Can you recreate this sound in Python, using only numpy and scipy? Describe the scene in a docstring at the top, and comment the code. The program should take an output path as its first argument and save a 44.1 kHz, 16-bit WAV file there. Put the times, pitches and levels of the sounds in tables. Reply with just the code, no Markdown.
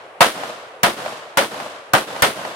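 """Outdoor range, gravel bay, some ten metres behind a pistol shooter, in stereo.
The echo of an earlier shot still hangs in a faint outdoor wash; then five shots follow within about two seconds.
Each starts with a noise blast and a low swinging thump, with crackling spikes from the overloaded microphone.
The sides of the bay answer with a dull boom; the earth bank and the tree line return a rolling echo of
fading noise, with a few distinct slaps in it."""
import sys
import numpy as np
from scipy import signal
from scipy.fft import rfft, irfft, next_fast_len
from scipy.io import wavfile

SR = 44100
rng = np.random.default_rng(int(sys.argv[2]) if len(sys.argv) > 2 else 0)


def bounce(signal):
    """Save signal as a 16-bit WAV file at the path given by the first command-line argument."""
    frames = np.transpose(np.atleast_2d(signal))
    limited = np.clip(frames, -1, 1)
    pcm = np.round(limited * 32767).astype(np.int16)
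    wavfile.write(sys.argv[1], SR, pcm)


N = 112454
FFT_SIZE = 2 * next_fast_len(N // 2 + 1, True)
BLAST_ATTACK_S = 0.0022  # shared by the blast and its crackle

# Likeness of left and right in the echoes and the air. Each row: frequency in Hz, correlation.
ECHO_LIKENESS = [(150, 1), (380, 0.88), (700, 0.85), (1300, 0), (4000, 0.062)]


def undb(db):
    """Decibels to gain."""
    return 10 ** (np.asarray(db) / 20)


def curve(points, hz):
    """Read a table on a log-frequency axis."""
    table_hz, values = np.array(points, float).T
    return np.interp(np.log(hz + 1e-3), np.log(table_hz), values)


def freqs():
    """Frequencies of the spectrum's bins in Hz."""
    return np.arange(FFT_SIZE // 2 + 1) * SR / FFT_SIZE


def noise(likeness):
    """White stereo noise whose two sides agree by the given amount at each frequency."""
    correlation = np.clip(curve(likeness, freqs()), -.99, .99)
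    mid, side = rfft(rng.standard_normal((2, FFT_SIZE)))
    mid = mid * np.sqrt((1 + correlation) / 2)
    side = side * np.sqrt((1 - correlation) / 2)
    return irfft(np.array([mid + side, mid - side]))[:, :N]


def colour(x, db):
    """Causal filter with the given relative dB per bin; white noise keeps its power."""
    gain = undb(db)
    # folding the cepstrum forward gives minimum phase, so nothing sounds ahead of its onset
    cepstrum = irfft(np.log(gain / np.sqrt(np.mean(gain ** 2))))
    cepstrum[1:FFT_SIZE // 2] *= 2
    cepstrum[FFT_SIZE // 2 + 1:] = 0
    response = irfft(np.exp(rfft(cepstrum)))[:4096]
    return signal.fftconvolve(x, response[None], axes=1)[:, :N]


def release(t, hold, t60):
    """Full level through the hold, then an exponential fall of 60 dB per t60."""
    return np.exp(-np.log(1000) * np.maximum(t - hold, 0) / t60)


def envelope(t, attack, hold, t60):
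    """Linear rise, hold and exponential release, all in seconds."""
    return np.clip(t / attack, 0, 1) * release(t, hold, t60)


def fade(x, t, hold, t60s):
    """After the hold, every octave dies away at its own rate."""
    centres = 62.5 * 2. ** np.arange(9)
    place = np.interp(np.log(freqs() + 1), np.log(centres), np.arange(len(centres)))
    spectrum = rfft(x, FFT_SIZE)
    faded = 0
    for k, hz in enumerate(centres):
        # overlapping triangular bands that add up to the whole
        band = irfft(spectrum * np.maximum(1 - abs(place - k), 0))[:, :N]
        faded = faded + band * release(t, hold, curve(t60s, hz))
    return faded


def grain(depth_db, size):
    """Uneven strength, gliding to a new random level every size samples; mean power 1."""
    levels = rng.standard_normal(N // size + 2)
    gain = undb(depth_db * np.interp(np.arange(N) / size, np.arange(N // size + 2), levels))
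    return gain / np.sqrt(np.mean(gain ** 2))


def blast(t, treble_db, rings):
    """The muzzle blast: dense near reflections favouring a few bands, which shift as the shooter
    moves, then plain scatter from the gravel."""
    # Blast spectrum. Each row: frequency in Hz, relative level in dB per Hz.
    blast_spectrum = [(30, -20.5), (120, -20.5), (250, -4.5), (400, -8.5), (560, 3.5), (850, 2), (1300, 2),
                      (2000, -2), (2500, -6.5), (3150, -6.5), (5000, -15), (7300, -21), (9200, -17),
                      (15500, -31.5)]
    # Likeness of left and right. Each row: frequency in Hz, correlation.
    blast_likeness = [(60, 0.48), (150, 0.26), (350, 0.87), (680, 0.68), (1300, 0.15), (3000, 0.13),
                      (6000, -0.042)]
    # Decay of the scatter. Each row: frequency in Hz, time to fall 60 dB in seconds.
    blast_t60 = [(60, 0.11), (250, 0.16), (600, 0.26), (1500, 0.21), (4000, 0.3), (14000, 0.34)]
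    level_db, hold_s, grain_db = -8, 0.011, 1.5
    near_db = 2.5  # first reflections over the later scatter
    ring_width_hz, ring_lasts_s, ring_fade_s = 39, 0.026, 0.017

    hz = freqs()
    db = curve(blast_spectrum, hz) + treble_db * hz / (hz + 2500)
    lift = sum(lift_db / (1 + ((hz - ring_hz) / ring_width_hz) ** 2) for ring_hz, lift_db in rings)
    scatter = noise(blast_likeness) * grain(grain_db, size=70) * np.clip(t / BLAST_ATTACK_S, 0, 1)
    scatter = fade(scatter, t, hold_s, blast_t60)
    near = .5 - .5 * np.tanh((t - ring_lasts_s) / ring_fade_s)
    first = undb(near_db) * colour(scatter * near, db + lift)
    later = colour(scatter * (1 - near), db)
    return undb(level_db) * (first + later)


def thump(t, hz):
    """The expanding gas gives a low push that swings a few times."""
    level_db, attack_s, hold_s, t60_s = -20, 0.006, 0.01, 0.037
    side_lag_s = 0.0014  # the second channel hears it later
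    age = np.array([t, t - side_lag_s])
    swing = np.sin(2 * np.pi * hz * age)
    return undb(level_db) * swing * envelope(age, attack_s, hold_s, t60_s)


def crackle(t):
    """The overloaded microphone crackles: random single spikes in each channel, dying away with the blast."""
    # Spike spectrum. Each row: frequency in Hz, relative level in dB.
    crackle_spectrum = [(300, -6), (2000, -43), (5000, -10.5), (10000, -12.5), (16000, -10)]
    level_db, spikes_per_s, hold_s, t60_s = -8.5, 880, 0.0037, 0.02
    share = spikes_per_s / SR
    hits = rng.random((2, N)) < share
    spikes = hits * rng.choice([-1, 1], (2, N)) / np.sqrt(share)
    burst = spikes * envelope(t, BLAST_ATTACK_S, hold_s, t60_s)
    return undb(level_db) * colour(burst, curve(crackle_spectrum, freqs()))


def boom(t, pattern):
    """The sides of the bay return a dull boom right behind the blast."""
    # Boom spectrum. 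Each row: frequency in Hz, relative level in dB per Hz.
    boom_spectrum = [(40, -16), (110, -11), (200, -3.5), (300, 2), (480, 4), (700, -6.5), (1500, -28.5)]
    level_db, attack_s, hold_s, t60_s = -24.5, 0.033, 0.062, 0.18
    wave = pattern * envelope(t, attack_s, hold_s, t60_s)
    return undb(level_db) * colour(wave, curve(boom_spectrum, freqs()))


def slaps(t, pattern):
    """Flat faces far off send back short dull bursts."""
    # Distinct returns. Each row: delay after the shot in seconds, level in dB.
    distinct_returns = [(.170, -26.5), (.193, -32.5), (0.2171, -29.5), (0.2283, -20.5), (.251, -35),
                        (0.288, -30)]
    # Slap spectrum. Each row: frequency in Hz, relative level in dB per Hz.
    slap_spectrum = [(100, -33), (350, -16), (580, 9.5), (800, 7.5), (1250, -3.5), (2500, -8.5),
                     (5000, -18), (15000, -39)]
    attack_s, hold_s, t60_s = .0015, .004, .03
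    bursts = sum(undb(db) * envelope(t - delay, attack_s, hold_s, t60_s) for delay, db in distinct_returns)
    return colour(pattern * bursts, curve(slap_spectrum, freqs()))


def echo(t, pattern):
    """Bank and trees roll the shot back, each octave dying at its own rate."""
    # Echo spectrum. Each row: frequency in Hz, relative level in dB per Hz.
    echo_spectrum = [(25, -36), (60, -36), (120, -14), (180, -11.5), (270, -7), (380, -11), (610, 0),
                     (860, -9), (1100, -4), (1700, -10), (2350, -14.5), (3000, -13), (6500, -23.5),
                     (9500, -25.5), (13000, -33), (15500, -42)]
    # Decay of the echo. Each row: frequency in Hz, time to fall 60 dB in seconds.
    echo_t60 = [(100, 0.85), (230, 0.27), (650, 1.4), (2000, 1.38), (5000, 1), (9000, .85), (14000, 0.45)]
    level_db, grain_db, early_db = -29.5, 0.94, -16
    # the echo swells at the bank and fades beyond the trees
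    bank_s, bank_spread_s, trees_s = 0.14, 0.0056, 0.27
    swell = .5 + .5 * np.tanh((t - bank_s) / bank_spread_s)
    early = undb(early_db) * np.clip(t / bank_s, 0, 1)
    roll = undb(level_db) * (swell + early * (1 - swell)) * grain(grain_db, size=200)
    return colour(fade(pattern * roll, t, trees_s, echo_t60), curve(echo_spectrum, freqs()))


def terrain(site, start):
    """The same ground reflects every shot, so the pattern repeats; moving air reshuffles its treble."""
    # Share of the pattern's power that repeats. Each row: frequency in Hz, share from 0 to 1.
    sameness = [(300, 0.64), (700, 0.46), (1300, 0.79), (3000, .12), (8000, 0.05)]
    same = np.clip(curve(sameness, freqs()), 0, 1)
    kept = rfft(np.roll(site, int(start * SR), axis=1), FFT_SIZE)
    fresh = rfft(noise(ECHO_LIKENESS), FFT_SIZE)
    return irfft(kept * np.sqrt(same) + fresh * np.sqrt(1 - same))[:, :N]


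def air():
    """Faint outdoor wash of the range: steady coloured noise, slightly uneven."""
    # Air spectrum. Each row: frequency in Hz, relative level in dB per Hz.
    air_spectrum = [(25, -52), (60, -32), (110, -19), (210, -22.5), (480, -3), (680, -4), (1200, -11.5),
                    (2600, -18), (5000, -42), (10000, -36), (15500, -55)]
    level_db = -42
    wash = noise(ECHO_LIKENESS) * grain(0.55, size=2000)
    return undb(level_db) * colour(wash, curve(air_spectrum, freqs()))


def scene():
    """The shots and their echoes over the outdoor air."""
    # The shots. Each row: start in seconds, level of blast and crackle in dB, thump trim in dB,
    # thump pitch in Hz, treble tilt in dB, trim of all returns in dB, and three rings of the
    # first reflections, each a frequency in Hz and a lift in dB.
    shots = [(0.2058, 2.5, 1, 131, 2.5, -0.21, [(716, 4.5), (1312, -1), (1712, -8)]),
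             (.8310, -1, -0.5, 155, 1.1, 0.059, [(656, 6), (1092, 0.5), (1302, 1)]),
             (1.3712, -2, -9, 166, 4.7, -0.52, [(546, 9), (932, 1.5), (1432, 7)]),
             (1.9337, -1.57, 4.7, 137, 1.5, -0.9, [(785, 7), (1222, 8), (1502, 7.5)]),
             (2.2205, -1.5, 1, 129, 7, -0.54, [(611, 4.5), (1212, 1.5), (1478, 8.5)])]
    earlier_s, earlier_db = -0.58, 4.5  # only its echo is still in the air
    t = np.arange(N) / SR
    bay, faces = noise(ECHO_LIKENESS), noise(ECHO_LIKENESS)
    out = air() + undb(earlier_db) * echo(t - earlier_s, terrain(bay, earlier_s))
    for start, db, thump_db, thump_hz, treble_db, echo_db, rings in shots:
        age = t - start
        report = blast(age, treble_db, rings) + crackle(age)
        push = thump(age, thump_hz)
        pattern = terrain(bay, start)
        returns = boom(age, pattern) + echo(age, pattern) + slaps(age, terrain(faces, start))
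        out = out + undb(db) * report + undb(thump_db) * push + undb(echo_db) * returns
    return out


def record(dry):
    """The recorder flattens the loudest peaks and cuts the top."""
    knee, top_hz = 7, 15750  # a higher knee bends later and harder
    squashed = dry / (1 + abs(dry) ** knee) ** (1 / knee)
    low_pass = signal.ellip(8, .2, 70, top_hz, fs=SR, output="sos")
    return np.clip(signal.sosfilt(low_pass, squashed), -1, 1)


dry = scene()
out = record(dry)
bounce(out)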